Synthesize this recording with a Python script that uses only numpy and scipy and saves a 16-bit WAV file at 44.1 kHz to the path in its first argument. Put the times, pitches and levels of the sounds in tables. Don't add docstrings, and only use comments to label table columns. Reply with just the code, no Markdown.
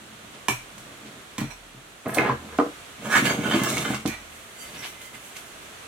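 import sys
import numpy as np
from scipy import signal
from scipy.fft import rfft, irfft, next_fast_len
from scipy.io import wavfile
from scipy.ndimage import uniform_filter1d

SR = 44100
rng = np.random.default_rng(int(sys.argv[2]) if len(sys.argv) > 2 else 0)


def store_wav(level_fs):
    pcm = np.round(np.clip(np.atleast_2d(level_fs), -1, 1) * 32767)
    wavfile.write(sys.argv[1], SR, pcm.T.astype(np.int16))


N = 258867

# (frequency [Hz], level [dB], t60 [s])
BENCH = [(179, -6, 0.041), (224.4, 5.5, 0.074), (225, -8, 0.15), (291.5, 10, 0.052), (322.6, 6.5, 0.09),
         (357, -4.5, 0.18), (400, -0.5, 0.029), (530, 9, 0.014), (745, -31, .05)]
# (frequency [Hz], level [dB], t60 [s])
WOOD = [(425, 6.5, 0.044), (479, -4.5, 0.18), (522, 6.5, 0.042), (693, 10.5, 0.02), (845, 6.5, 0.017),
        (1030, 5.5, 0.05), (1205, 6.5, 0.039), (1317, 7, 0.019), (1604, 10.5, 0.013), (1805, -6, 0.099),
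        (2096, 4, 0.015), (2524, -3.5, 0.037), (2685, -34, 0.088)]
# (frequency [Hz], level [dB], t60 [s])
DEEP = [(125.6, 0, 0.27)]


def undb(db):
    return 10 ** (np.asarray(db) / 20)


def unit(x):
    return x / np.sqrt(np.mean(x ** 2))


def band(x, lo_hz, hi_hz):
    sos = signal.butter(2, [lo_hz, min(hi_hz, 20000)], "band", fs=SR, output="sos")
    return signal.sosfilt(sos, x)


def along(table, hz):
    table_hz, values = np.transpose(table)
    return np.interp(np.log(np.maximum(hz, 1)), np.log(table_hz), values)


def coloured(x, table):
    size = next_fast_len(N)
    hz = np.arange(size // 2 + 1) * SR / size
    return irfft(rfft(x, size) * undb(along(table, hz)), size)[..., :N]


def walk(rate):
    hold = int(SR / rate)
    steps = np.repeat(rng.standard_normal(N // hold + 1), hold)
    return 2.47 * uniform_filter1d(uniform_filter1d(steps, hold), hold)[:N]


def gains(table):
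    t = np.arange(N) / SR
    s, *columns = np.transpose(table)
    return np.array([undb(np.interp(t, s, db, -150, -150)) for db in columns])


def swells(rows):
    t = np.arange(N) / SR
    power = 0
    for s, rise, fall, *db in rows:
        shape_db = -12 * np.maximum((s - t) / rise, (t - s) / fall)
        power = power + undb(np.array(db)[:, None] + np.maximum(shape_db, -150)) ** 2
    return np.sqrt(power)


def add(track, s, sound, pan_db=0.):
    i = int(s * SR)
    track[:, i:i + len(sound)] += undb([[pan_db / 2], [-pan_db / 2]]) * sound[:N - i]


def strike(modes, contact_ms, focus_hz, octave_db):
    hz, db, t60 = np.transpose(modes)[:, :, None]
    t = np.arange(SR // 2) / SR
    level_chance, pitch_chance = rng.standard_normal((2, len(modes), 1))
    db = db + 1.5 * level_chance - octave_db * np.abs(np.log2(hz / focus_hz))
    hz = hz * (1 + 0.012 * pitch_chance)
    sign = (-1) ** np.arange(len(modes))[:, None]
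    ring = np.sum(sign * undb(db - 60 * t / t60) * np.sin(2 * np.pi * hz * t), axis=0)
    push = np.sin(np.linspace(0, np.pi, int(contact_ms * SR / 1000) + 3))
    ring = np.convolve(ring, push)[:len(t)]
    return ring / np.abs(ring).max()


def burst(lo_hz, hi_hz, t60):
    t = np.arange(SR // 8) / SR
    return unit(band(rng.standard_normal(len(t)), lo_hz, hi_hz)) * undb(-60 * t / t60) / 2


def slips(rate, spread_db):
    size = undb(spread_db * rng.exponential(size=N)) * rng.standard_normal(N)
    return unit(size * (rng.random(N) < rate / SR))


def rub(modes, force, focus_hz=1000., octave_db=0.):
    out, power = 0, 0
    for hz, db, t60 in modes:
        radius, angle = undb(-60 / (t60 * SR)), 2 * np.pi * hz / SR
        share = undb(db - octave_db * np.abs(np.log2(hz / focus_hz)))
        poles = [1, -2 * radius * np.cos(angle), radius * radius]
        ring = signal.lfilter([0, 1], poles, force * undb(2.2 * walk(14)))
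        out = out + share * unit(ring)
        power = power + share ** 2
    return out / np.sqrt(power)


def blows():
    # (time [s], crack [dB], hiss [dB], bench [dB], deep ring [dB], left minus right [dB])
    hits = [(0.4838, -5.5, -6.5, -19.5, -40, -6), (.494, -24, -35, -46, -24, 5),
            (0.7804, -43, -28.5, -55, -46, -4), (1.3813, -21.5, -17, -18.5, -28, -5)]
    # (frequency [Hz], level [dB], t60 [s])
    punch = [(420, -8, .04), (720, -7, .04), (991, 0, .05), (1130, -5, .04), (1600, -9, .02),
             (2400, -1, .03), (2900, -8, .02), (3500, -10, .02), (4110, -11, .04), (5744, -9, .03),
             (7940, -8, .025), (8860, -13, .02)]
    out = np.zeros((2, N))
    for s, crack_db, hiss_db, bench_db, deep_db, pan_db in hits:
        add(out, s, undb(crack_db) * strike(punch, .06, 2000., 0.), pan_db)
        add(out, s, undb(hiss_db) * burst(930, 11800, 0.032), pan_db)
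        add(out, s + 0.0023, undb(bench_db) * strike(BENCH, 1.34, 250., 1.6), -1.5)
        add(out, s + 0.0044, undb(deep_db) * strike(DEEP, 4.5, 126., 0.), -1.5)
    return out


def rattles():
    # (time [s], dull part [dB], bright part [dB], t60 [s], left minus right [dB])
    chatters = [(0.4825, -25, -29, 0.21, -8.5), (.78, -60, -55, 0.21, -3), (1.3774, -30, -40, 0.28, -8),
                (1.503, -40, -36.5, 0.092, -21.5), (4.069, -34, -32.5, 0.34, -12.5),
                (4.118, -32, -42, 0.093, -6), (4.77, -52, -33, 0.34, -4)]
    # (frequency [Hz], level [dB], t60 [s])
    loose, loose_bright = [(1000, -8, .04), (1950, -6, .03), (2330, -2, .045), (2420, 0, .045),
                           (2500, -3, .04), (3400, -14, .03), (4110, -7, .05)], [(5700, 0, .02), (6480, -3, .02), (7900, -4, .015)]
    out = np.zeros((2, N))
    t = np.arange(SR // 2) / SR
    force = slips(4000, 1.5)
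    dull = rub(loose, force) + undb(-2.5) * unit(band(force, 360, 3100))
    bright = rub(loose_bright, force) + undb(-10.5) * unit(band(force, 5500, 10300))
    for s, dull_db, bright_db, t60, pan_db in chatters:
        chatter = (undb(dull_db) * dull + undb(bright_db) * bright)[int(s * SR):][:len(t)]
        envelope = undb(-60 * t / t60) * (1 - np.exp(-t / 0.0084))
        add(out, s, envelope * chatter, pan_db)
    return out


def thumps():
    # (time [s], bench [dB], contact [ms], favoured pitch [Hz], slap [dB], deep ring [dB])
    landings = [(1.413, -15, 3.2, 215, -25, -19.5), (1.441, -26.5, 1.3, 215, -35, -25),
                (1.742, -40, 3, 130, -55, -39.5), (3.222, -12.5, 1.6, 230, -24, -26.5),
                (3.241, -19.5, 1.4, 233, -34, -41), (3.341, -22, 2.3, 219, -22, -50),
                (3.387, -15, 1.7, 215, -44, -47), (3.456, -18, 1.6, 250, -20, -48),
                (3.541, -12, 1.6, 298, -17.5, -33), (3.553, -20, 1, 293, -32, -34),
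                (3.614, -13.5, 1.9, 257, -25, -28.5), (3.729, -25, 1.2, 180, -17, -25.5),
                (3.901, -12.5, 1.65, 223, -16.5, -25.5), (4.053, -11.5, 2.8, 261, -15, -30.5)]
    out = np.zeros((2, N))
    for s, db, contact_ms, focus_hz, slap_db, deep_db in landings:
        add(out, s, undb(db) * strike(BENCH, contact_ms, focus_hz, 9.), -1.5)
        add(out, s, undb(slap_db) * burst(340, 940, 0.069), -2.5)
        add(out, s, undb(deep_db) * strike(DEEP, 3.6, 126., 0.), -1.5)
        add(out, s, undb(db - 7.0) * burst(70, 170, 0.11), -1.5)
    return out


def wood_knocks():
    # (time [s], wood [dB], contact [ms], favoured pitch [Hz], loss per octave off it [dB],
    #  bench [dB], deep ring [dB], left minus right [dB])
    set_downs = [(2.059, -17.5, 0.18, 570, 5, -34, -25, -3), (2.171, -9.5, 0.61, 620, 16, -18.5, -38.5, 3),
                 (2.184, -6, 0.13, 2340, 39, -15.5, -39, -5), (2.196, -18, 0.14, 1250, 18, -19, -50, 1),
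                 (2.295, -7.5, 0.54, 1025, 58, -44, -22, 0), (2.587, -1.5, 0.59, 840, 0.5, -8, -52, -2.5),
                 (2.598, -5, 0.59, 1200, 11, -16, -51, -5), (2.621, -12, 0.74, 484, 5, -23, -59, 3),
                 (2.662, -22, .6, 483, 5, -25, -46, -6)]
    out = np.zeros((2, N))
    for s, db, contact_ms, focus_hz, octave_db, bench_db, deep_db, pan_db in set_downs:
        add(out, s, undb(db) * strike(WOOD, contact_ms, focus_hz, octave_db), pan_db)
        add(out, s, undb(db - 7.5) * burst(focus_hz / 3, focus_hz * 2, 0.016), pan_db)
        add(out, s, undb(bench_db) * strike(BENCH, 0.57, 310., 42.0), -1.5)
        add(out, s, undb(deep_db) * strike(DEEP, 1.9, 126., 0.), -1.5)
    return out


def clinks():
    # (time [s], level [dB], favoured pitch [Hz])
    touches = [(2.081, -27, 10700), (2.139, -22, 8000), (2.146, -35, 11000), (2.157, -38, 10000),
               (2.17, -42, 10000)]
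    # (frequency [Hz], level [dB], t60 [s])
    steel = [(5800, -10, .05), (8100, -5, .05), (9100, 0, .16), (10600, -8, .05), (11300, -9, .04),
             (12650, -1, .1), (13500, -9, .05), (14050, -4, .15), (14700, -3, .2)]
    out = np.zeros((2, N))
    for s, db, focus_hz in touches:
        add(out, s, undb(db) * strike(steel, .02, focus_hz, 13.0), -5.)
    return out


def ticks():
    # (time [s], level [dB], centre [Hz], left minus right [dB])
    specks = [(1.407, -34, 6500, -13), (1.508, -49, 6430, -4), (2.146, -18.5, 6960, -14),
              (2.181, -43, 2620, -7), (3.54, -19, 1590, -3), (3.635, -19, 8900, -17.5),
              (3.78, -16, 3900, -6), (3.945, -19.5, 3260, -5), (4.059, -20, 3260, -14),
              (4.075, -24, 6250, -17.5), (5.017, -35, 5000, -7), (5.147, -50, 2900, -4),
              (5.366, -29.5, 4000, -15), (5.534, -47, 3500, 3)]
    out = np.zeros((2, N))
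    for s, db, hz, pan_db in specks:
        add(out, s, undb(db) * burst(.5 * hz, 2 * hz, 0.054), pan_db)
    return out


def drag_curves():
    # (time [s], scrape [dB], shell pitch [Hz], ribs pitch [Hz])
    drag = [(2.98, -58, 1290, 2300), (3.055, -38, 1350, 2130), (3.119, -33.5, 1590, 2200),
            (3.179, -19.5, 1650, 2080), (3.225, -36.5, 1620, 2250), (3.256, -17.5, 1730, 2580),
            (3.31, -24.5, 1670, 2280), (3.35, -34.5, 1470, 2200), (3.45, -33, 1450, 2640),
            (3.514, -31, 1590, 3180), (3.564, -27.5, 1180, 2500), (3.626, -32.5, 1460, 2700),
            (3.706, -28.5, 1170, 2330), (3.75, -36.5, 1190, 2400), (3.85, -34, 1370, 3350),
            (3.918, -35.5, 1650, 2590), (3.954, -39, 1280, 2980), (4.04, -67, 1380, 2600)]
    # (level at a middling scrape [dB], gain per dB of scrape [dB])
    bench_follow, shell_follow, ribs_follow = (-30, .55), (-30, 1.09), (-31.5, 0.74)
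    rim_follow, grit_follow = (-47.5, 1.6), (-31.5, 0.86)
    middling_db = -30
    s, scrape_db, *contact_hz = np.transpose(drag)
    follows = bench_follow, shell_follow, ribs_follow, rim_follow, grit_follow
    parts_db = [db + slope * (scrape_db - middling_db) for db, slope in follows]
    levels = gains(np.transpose([s, *parts_db]))
    pitches = [np.interp(np.arange(N) / SR, s, hz) for hz in contact_hz]
    return levels, pitches


def casting_rub(grains, shell, ribs, rim, ring, grit_level, shell_hz, ribs_hz):
    # (frequency [Hz], level [dB], t60 [s])
    shell_modes, ribs_modes, rim_modes = [(690, -6, .05), (850, -8, .05), (1090, -2, .07), (1220, -3, .06),
                                          (1320, -5, .05), (1470, -5, .05), (1615, -1, .05),
                                          (1690, -1, .06), (1800, -3, .06)], [(2075, 0, .07), (2225, -1, .06), (2430, -7, .04),
                                                         (2780, -5, .06), (3095, -1, .07), (3550, -8, .04),
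                                                         (4020, -10, .04)], [(4540, 2, 0.026), (4620, -4, 0.03)]
    fin_modes, touch_modes = [(5550, -3, .03), (6170, -2, .04), (6450, 0, .03), (7040, -4, .03),
                              (7610, -1, .04), (8420, -2, .03)], [(2067, -1, 0.12), (3077, -4.5, 0.11), (4660, -9.5, 0.076)]
    pressed = [1, 1, .55]
    force = slips(2500, 1.6) * undb(2. * walk(80))
    metal = shell * rub(np.array(shell_modes) * pressed, force, shell_hz, 24.0)
    metal = metal + ribs * rub(np.array(ribs_modes) * pressed, force, ribs_hz, 18.0)
    metal = metal + rim * rub(rim_modes, force) + ring * rub(touch_modes, grains[0])
    return metal + undb(-10.0) * grit_level * rub(fin_modes, force)


def rubbing():
    # (time [s], wood [dB], bench [dB], grit [dB])
    roll = [(2.05, -49, -50, -60), (2.065, -34.5, -22.5, -62), (2.1, -33, -45, -52), (2.15, -32, -50, -41),
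            (2.19, -18, -48, -52), (2.25, -25.5, -41, -55), (2.31, -26.5, -29.5, -55),
            (2.38, -53, -51.5, -73), (2.45, -47, -39.5, -74), (2.56, -40.5, -65, -65),
            (2.585, -56, -66, -29)]
    # (time [s], rise [s], fall [s], bench [dB], rustle [dB])
    nudges = [(.08, 0.27, 0.26, -50, -74), (.25, 0.13, .1, -49, -52), (.35, 0.056, 0.055, -45.5, -47),
              (.92, 0.26, 0.05, -45.5, -53), (1.07, 0.082, 0.13, -45, -50), (1.34, 0.067, .05, -56, -48),
              (1.78, 0.17, 0.058, -51, -69)]
    # (time [s], rise [s], fall [s], rustle [dB], grit [dB], ring [dB], bench [dB])
    fingers = [(4.2, 0.04, 0.14, -48.5, -56, -64, -61), (4.34, 0.11, .3, -47.5, -48.5, -65, -76),
               (4.626, 0.061, 0.05, -40.5, -38, -42, -62), (4.74, 0.14, .1, -43, -47, -64, -47),
               (4.87, 0.17, 0.077, -35.5, -39.5, -41.5, -54), (5.014, 0.018, 0.036, -40, -41, -61, -64),
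               (5.06, 0.042, 0.035, -55, -42, -40, -64), (5.152, 0.027, 0.022, -35.5, -40.5, -45, -54),
               (5.254, 0.084, .12, -46, -43, -59, -62), (5.366, 0.015, 0.044, -34.5, -38, -56, -55),
               (5.46, .06, 0.13, -58, -48, -65, -63), (5.62, .05, 0.1, -50, -50, -67, -76)]
    # (time [s], rise [s], fall [s], level [dB])
    grinds = [(3.655, 0.014, 0.14, -30.5), (3.11, 0.045, 0.1, -38)]
    # (frequency [Hz], level per Hz [dB])
    grit_spectrum = [(240, -47), (400, -8.5), (1400, -13), (1650, -6), (1930, -15.5), (2090, -4.5),
                     (4650, -8), (5110, -4.5), (8370, -11.5), (16000, -25.5)]

    wood, roll_bench, roll_grit = gains(roll)
    (drag_bench, shell, ribs, rim, drag_grit), (shell_hz, ribs_hz) = drag_curves()
    grind = swells(grinds)[0]
    drag_grit = drag_grit + grind
    hand_bench, hand_rustle = swells(nudges)
    finger_rustle, finger_grit, ring, finger_bench = swells(fingers)

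    grains = slips(7000, 2.) + 1.1 * np.array([slips(7000, 2.), slips(7000, 2.)])
    grit = coloured(grains * undb(1.8 * walk(60)), grit_spectrum)
    rasp, hiss = unit(band(grit, 400, 4300)), unit(band(grit, 5200, 19000))
    metal = casting_rub(grains, shell, ribs, rim, ring, drag_grit + finger_grit, shell_hz, ribs_hz)

    gaps = undb(2.5) * np.sqrt(shell * ribs)
    broad = (gaps + hand_rustle + finger_rustle + undb(-33.0) * wood) * rasp
    broad = broad + (drag_grit + roll_grit) * hiss
    broad = broad + finger_grit * unit(band(grains, 4000, 12000))
    broad = broad + grind * unit(band(grit, 3000, 4250))

    bench = rub(BENCH, slips(800, 1.5))
    thrum = rub(BENCH + DEEP, slips(300, 1.1), 131.0, 15.0)
    thrum_level = undb(-11.5) * drag_bench + undb(-4.0) * (hand_bench + finger_bench)
    thrum_level = thrum_level + undb(-17.0) * finger_rustle
    low = (roll_bench + drag_bench + hand_bench + finger_bench) * bench + thrum_level * thrum
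    timber = wood * rub(WOOD, slips(2500, 1.5))

    low = undb([[-.7], [.7]]) * low
    contact = undb([[-2.], [2.]]) * (metal + broad)
    return low + contact + undb([[-1.], [1.]]) * timber


def wobble():
    # (time [s], sway [dB], bounce [dB])
    jolts = [(.49, -50, -56), (1.39, -44.5, -48), (2.14, -66, -47), (2.3, -65, -40), (2.47, -68, -46.5),
             (3.25, -65, -50), (3.6, -56, -49), (3.73, -58, -44), (3.92, -55, -43), (4.061, -48, -47),
             (4.64, -62, -55)]
    # (frequency [Hz], t60 [s])
    sway, bounce = (40, 1.55), (78.2, 1)
    rise_s = 0.016
    out, t = np.zeros((2, N)), np.arange(SR) / SR
    for s, *levels in jolts:
        for db, (hz, t60) in zip(levels, (sway, bounce)):
            mode_hz = hz * (1 + .03 * rng.standard_normal())
            ring = np.sin(2 * np.pi * mode_hz * t) * (1 - np.exp(-t / rise_s))
            add(out, s, undb(db - 60 * t / t60) * ring, -1.5)
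    return out


def yard(dry):
    # (delay [ms], left [dB], right [dB])
    echoes = [(4.416, -14, -9), (10.49, -21.5, -14), (15.15, -17.5, -15), (23.57, -8, -13),
              (31.03, -57, -30)]
    tail_db, t60_low_s, t60_high_s = -2.5, 0.18, 0.3
    t = np.arange(SR // 2) / SR
    mid, side = rng.standard_normal((2, len(t)))
    side = signal.sosfilt(signal.butter(2, 800, "high", fs=SR, output="sos"), side)
    noise = mid + side * np.array([[1], [-1]])
    low = signal.sosfilt(signal.butter(1, 1500, fs=SR, output="sos"), noise)
    tail = low * undb(-60 * t / t60_low_s) + (noise - low) * undb(-60 * t / t60_high_s)
    tail = tail * (1 - np.exp(-t / 0.0021))
    response = undb(tail_db) * tail / np.sqrt(np.sum(tail ** 2) / 2)
    for ms, left_db, right_db in echoes:
        response[0, int(ms * SR / 1000)] += undb(left_db)
        response[1, int((ms + .3) * SR / 1000)] += undb(right_db)
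    mono = dry.mean(axis=0, keepdims=True)
    return dry + signal.fftconvolve(mono, response, axes=1)[:, :N]


def air():
    # (frequency [Hz], level per Hz [dB])
    air_spectrum = [(15, -42), (28, -8), (50, -3), (317, -3), (416, -1), (489, -3.5), (695, -1), (840, -5),
                    (1230, -1), (1940, -4), (3340, -5.5), (4870, -11.5), (8140, -11.5), (12200, -18.5),
                    (16000, -28.5)]
    # (frequency [Hz], left-right correlation)
    air_alike = [(30, 0.38), (125, 0.87), (300, 0.67), (1000, 0.097), (3000, 0.022), (16000, 0.038)]
    level_db = -44.5
    size = next_fast_len(N)
    alike = np.clip(along(air_alike, np.arange(size // 2 + 1) * SR / size), 0, 1)
    mid, side = rfft(rng.standard_normal((2, size)))
    mid = irfft(mid * np.sqrt(1 + alike), size)[:N]
    side = irfft(side * np.sqrt(1 - alike), size)[:N]
    hiss = unit(coloured(np.array([mid + side, mid - side]), air_spectrum))
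    swell_db = .7 * walk(2)
    return hiss * undb(level_db + swell_db + np.array([[-1.], [1.]]))


def scene():
    knocks = blows() + rattles() + thumps() + wood_knocks() + clinks() + ticks()
    bass_cut = signal.butter(4, 100, "high", fs=SR, output="sos")
    things = signal.sosfilt(bass_cut, yard(knocks + rubbing()))
    things = np.array([np.roll(things[0], 2), things[1]])
    return undb(-4.0) * things + wobble() + air()


def record(dry):
    top_hz = 15900
    dip = signal.lfilter(*signal.iirpeak(5050, 6., SR), dry)
    rounded = .8 * np.tanh((dry - .4 * dip) / .8)
    return signal.sosfilt(signal.ellip(10, .2, 80, top_hz, fs=SR, output="sos"), rounded)


dry = scene()
out = record(dry)
store_wav(out)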